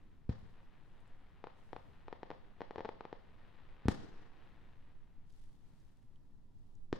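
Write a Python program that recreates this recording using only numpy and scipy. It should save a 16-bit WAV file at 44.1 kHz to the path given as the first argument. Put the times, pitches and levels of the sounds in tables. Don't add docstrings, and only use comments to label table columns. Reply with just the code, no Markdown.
import sys
import numpy as np
from scipy import signal
from scipy.fft import rfft, irfft
from scipy.io import wavfile
from scipy.ndimage import uniform_filter1d

SR = 44100
rng = np.random.default_rng(int(sys.argv[2]) if len(sys.argv) > 2 else 0)


def generate_wav(signal):
    frames = np.transpose(np.atleast_2d(signal))
    scaled = np.clip(frames, -1, 1) * 32767
    pcm = np.round(scaled).astype(np.int16)
    wavfile.write(sys.argv[1], SR, pcm)


N = 308635


def undb(db):
    return 10 ** (np.asarray(db) / 20)


def unit(x):
    return x / np.sqrt(np.mean(x ** 2))


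def colour(x, spectrum):
    hz, db = np.transpose(spectrum)
    bins_hz = np.maximum(np.fft.rfftfreq(x.shape[-1], 1 / SR), 1)
    gain = undb(np.interp(np.log(bins_hz), np.log(hz), db))
    return irfft(rfft(x) * gain, x.shape[-1])


def cut(x, hz, kind="low", order=2):
    return signal.sosfilt(signal.butter(order, min(hz, SR / 2 - 1000), kind, fs=SR, output="sos"), x)


def band(x, hz, width_hz):
    return signal.lfilter(*signal.iirpeak(hz, hz / width_hz, fs=SR), x)


def pan(left_db):
    return undb(np.array([[left_db], [-left_db]]) / 2)


def spread(pair, side_db):
    return unit(pair[0] + undb(side_db) * pair[1] * np.array([[1], [-1]]))


def walk(steps_per_s):
    hold = int(SR / steps_per_s)
    steps = np.repeat(rng.standard_normal(N // hold + 1), hold)
    return 1.48 * uniform_filter1d(steps, hold)[:N]


def grains(per_s, spread_db):
    hits = rng.random((2, N)) < per_s / SR
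    return hits * rng.standard_normal((2, N)) * undb(spread_db * rng.standard_normal((2, N)))


def add(track, start_s, sound):
    i = int(start_s * SR)
    track[i:i + len(sound)] += sound[:max(N - i, 0)]


def swells(rows, rise_s, fade_db_per_s):
    t = np.arange(N) / SR
    gains = []
    for start_s, length_s, db in rows:
        rise = np.clip((t - start_s) / rise_s, 0, 1)
        gains.append(rise * undb(db - fade_db_per_s * np.maximum(t - start_s - length_s, 0)))
    return np.linalg.norm(gains, axis=0)


def night():
    # f/Hz, level/dB
    rumble_spectrum = [(20, 4), (30, -11), (45, -7), (90, -6), (180, -11.5), (300, -18), (500, -29),
                       (950, -31.5), (1600, -44), (3000, -44.5), (5000, -48.5), (8000, -54.5), (15000, -59)]
    noise = spread(cut(rng.standard_normal((2, N)), 18, "high"), side_db=-2.5)
    rumble = unit(colour(noise, rumble_spectrum))
    air = spread(rng.standard_normal((2, N)), side_db=-6.5)
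    buffet = unit(cut(cut(air, 12.9, order=3), 1.7, "high"))
    whine_hz, width_hz = 964, 14
    whine = unit(band(band(rng.standard_normal(N), whine_hz, width_hz), whine_hz, width_hz))
    rumble_db = -64 + walk(steps_per_s=5)
    gust_db = -54 + 1.44 * walk(steps_per_s=1.4)
    return rumble * undb(rumble_db) + buffet * undb(gust_db) + whine * undb(-100)


def stars():
    # t/s, burn length/s, level/dB
    clouds = [(-1.0, 0.74, -70), (0.3, 3.02, -70.5), (3.3, 1.245, -67.8), (5.5, 0.31, -80.5)]
    # f/Hz, level/dB
    sizzle_spectrum = [(200, -11), (400, 0.5), (850, 0), (1400, -3.5), (1900, -5), (2500, -5), (3800, -14),
                       (5000, -25.5), (7000, -41), (12000, -45)]
    pops = spread(grains(per_s=4500, spread_db=2.5), side_db=-8)
    burning = swells(clouds, rise_s=0.16, fade_db_per_s=19)
    waver_db = 0.6 * walk(steps_per_s=17)
    return unit(colour(pops, sizzle_spectrum)) * burning * undb(waver_db) * pan(3.5)


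def n_wave(push_ms, suction):
    u = np.arange(SR // 10) / SR * 1000 / push_ms
    fall = 1 - (1 + suction) * u
    recovery = -suction * np.exp(-np.maximum(u - 1, 0) * 2 * suction / (1 - suction))
    return np.where(u < 1, fall, recovery)


def shock(db, wave_ms, edge_hz, suction, soft_hz):
    rounded = cut(n_wave(wave_ms, suction), soft_hz, order=1)
    return undb(db) * cut(rounded, edge_hz, order=3)


def grounded(wave, delay_ms, gain, edge_hz):
    lag = int(delay_ms * SR / 1000)
    return wave + gain * np.pad(cut(wave, edge_hz), (lag, 0))[:len(wave)]


def echoed(x, reflections):
    out = x.copy()
    for delay_s, db, edge_hz in reflections:
        add(out, delay_s, undb(db) * cut(x, edge_hz))
    return out


def launches():
    # t/s, level/dB, wave length/ms, edge/Hz, relative ring/dB, send/dB
    shots = [(.2930, -21, 3.72, 5700, -21, -1.5), (3.8557, -23.5, 3.8, 3950, -25, -1.5)]
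    # delay/s, gain/dB, edge/Hz
    bank_echoes = [(0.016, -11, 610), (.135, -22.5, 400)]
    ring_hz, ring_decay_s = 108, 0.044
    direct, sent = np.zeros(N), np.zeros(N)
    for start_s, db, wave_ms, edge_hz, ring_db, send_db in shots:
        wave = shock(db, wave_ms, edge_hz, suction=0.6, soft_hz=2490)
        t = np.arange(len(wave)) / SR
        ring = undb(db + ring_db) * np.sin(2 * np.pi * ring_hz * t) * np.exp(-t / ring_decay_s)
        dull = cut(wave, 410) + undb(-19.5) * wave
        add(direct, start_s, grounded(dull, delay_ms=4.3, gain=-0.54, edge_hz=119) + ring)
        add(sent, start_s, undb(send_db) * wave)
    return echoed(direct, bank_echoes) * pan(0.8), sent


def scatter(spectrum, t60_s, build_s, side_db, patchy_db):
    t = np.arange(2 * SR) / SR
    envelope = (1 - np.exp(-t / build_s)) * np.exp(-np.log(1000) * t / t60_s)
    envelope *= undb(patchy_db * walk(steps_per_s=70)[:len(t)])
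    reflectors = rng.standard_normal((2, len(t))) * undb(4.7 * rng.standard_normal((2, len(t))))
    noise = colour(spread(reflectors, side_db), spectrum)
    return noise * envelope / np.sqrt(np.sum(envelope ** 2))


def landscape(sent):
    # f/Hz, level/dB
    air_spectrum = [(600, -36.5), (1500, -9), (4000, -5), (14000, -1)]
    # f/Hz, level/dB
    shore_spectrum = [(40, -7.5), (110, -11.5), (250, -12.5), (500, -6.5), (900, -5.5), (2000, -7.5),
                      (5000, -1), (14000, -2.5)]
    # f/Hz, level/dB
    tree_spectrum = [(40, -12.5), (110, -10.5), (250, -14.5), (500, -8), (900, -12), (2000, -10),
                     (5000, -3.5), (14000, -15.5)]
    air = scatter(air_spectrum, t60_s=0.021, build_s=0.00047, side_db=-11.5, patchy_db=0.5)
    shore = scatter(shore_spectrum, t60_s=0.31, build_s=0.0035, side_db=-1, patchy_db=2)
    trees = scatter(tree_spectrum, t60_s=1.0, build_s=0.022, side_db=0, patchy_db=1)
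    response = undb(-1.5) * air + undb(-2) * (shore + trees)
    return pan(3.4) * signal.fftconvolve(sent[None], response, axes=1)[:, :N]


def rustle():
    # t/s, length/s, level/dB
    stirs = [(.3, .1, -85.5), (.76, .33, -89.5), (1.5, .2, -83.5), (5.24, .18, -79), (5.58, .32, -85),
             (6.48, .3, -89)]
    # f/Hz, level/dB
    fibre_spectrum = [(800, -10), (1800, -1), (3500, 0), (6000, -5.5), (11500, -9.5), (13000, -16),
                      (16000, -31.5)]
    # t/s, level/dB, f/Hz
    tick_events = [(1.003, -73, 9000), (1.077, -74, 8000), (5.303, -67, 3500), (5.324, -70, 6500),
                   (5.800, -70, 6000), (6.158, -69, 3200), (6.752, -69, 6000)]
    fibres = spread(grains(per_s=9000, spread_db=4.5), side_db=-0.5)
    snags = spread(grains(per_s=60, spread_db=2.5), side_db=0.5) * undb(-8)
    ticks, t = np.zeros(N), np.arange(SR // 20) / SR
    for start_s, db, hz in tick_events:
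        snap = band(rng.standard_normal(len(t)) * np.exp(-t / 0.003), hz, width_hz=hz / 6)
        add(ticks, start_s, undb(db) * snap / np.abs(snap).max())
    stirring = swells(stirs, rise_s=0.099, fade_db_per_s=30)
    waver_db = 0.6 * walk(steps_per_s=35)
    return unit(colour(fibres + snags, fibre_spectrum)) * stirring * undb(waver_db) + ticks


def crinkled(wave, span_s, db):
    out = wave.copy()
    for late, size in zip(rng.random(6), rng.uniform(-1.23, 1, 6)):
        lag = 1 + int(late * span_s * SR)
        out[lag:] += undb(db) * size * wave[:-lag]
    return out


def cracks():
    # t/s, level/dB, wave length/ms
    charges = [ (1.4410, -27.5, .75), (1.4705, -30.5, 0.64), (1.7312, -27, 0.85), (1.7641, -28, 0.69),
               (2.0824, -30, 0.69), (2.1276, -27, .8), (2.2317, -27, 0.89), (2.3041, -26, 0.88),
               (2.3140, -28.7, 0.73), (2.6066, -28, 0.87), (2.6174, -25, .88), (2.7088, -28.5, .84),
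               (2.7589, -27.5, .85), (2.7814, -28.5, 0.99), (2.7838, -29, .9), (2.7928, -29.5, .8),
               (2.8063, -26.5, .88), (2.8487, -27.5, .9), (2.8533, -25.5, 0.67), (2.8578, -28, 0.97),
               (2.8906, -25, .78), (3.0082, -27.5, 0.64), (3.0526, -29, .77), (3.1285, -27.5, 0.9)]
    bounces_ms = 2.0 + 0.12 * rng.standard_normal(len(charges))
    direct, sent = np.zeros(N), np.zeros(N)
    for (start_s, db, wave_ms), bounce_ms in zip(charges, bounces_ms):
        edge_hz = 3000 + 1650 * wave_ms
        wave = shock(db, wave_ms, edge_hz, suction=0.58, soft_hz=1760)
        wave = cut(wave, 6900, order=4)
        arrival = crinkled(wave, span_s=0.0055, db=-19)
        add(direct, start_s, grounded(arrival, bounce_ms, gain=0.28, edge_hz=875))
        add(sent, start_s, undb(-0.5) * wave)
    return direct * pan(4.4), sent


def bursts():
    # t/s, level/dB, wave length/ms, edge/Hz, send/dB, bounce/ms, bounce gain, bounce edge/Hz
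    shells = [(3.8842, -12.5, 2.11, 12000, 1, 4.93, -1.23, 131),
              (6.9283, -19, 1.58, 5800, 0, 2.2, 0.6, 540)]
    # delay/s, gain/dB, edge/Hz
    near_echo = [(0.0217, -29.5, 7100)]
    direct, sent = np.zeros(N), np.zeros(N)
    for start_s, db, wave_ms, edge_hz, send_db, bounce_ms, bounce_gain, bounce_hz in shells:
        wave = shock(db, wave_ms, edge_hz, suction=0.49, soft_hz=2880)
        add(direct, start_s, grounded(wave, bounce_ms, bounce_gain, bounce_hz))
        add(sent, start_s, undb(send_db) * wave)
    return echoed(direct, near_echo) * pan(3.3), sent


def scene():
    direct, sent = (sum(parts) for parts in zip(launches(), cracks(), bursts()))
    return direct + landscape(sent) + stars() + rustle() + night()


def record(dry):
    # f/Hz, width/Hz, gain/dB
    housing = [(618, 173, -3.5), (935, 290, 0), (1840, 240, 3.5), (2380, 1530, -4)]
    top_hz = 16000
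    for hz, width_hz, db in housing:
        dry = dry + (undb(db) - 1) * band(dry, hz, width_hz)
    return signal.sosfilt(signal.ellip(8, 0.2, 70, top_hz, fs=SR, output="sos"), dry)


dry = scene()
out = record(dry)
generate_wav(out)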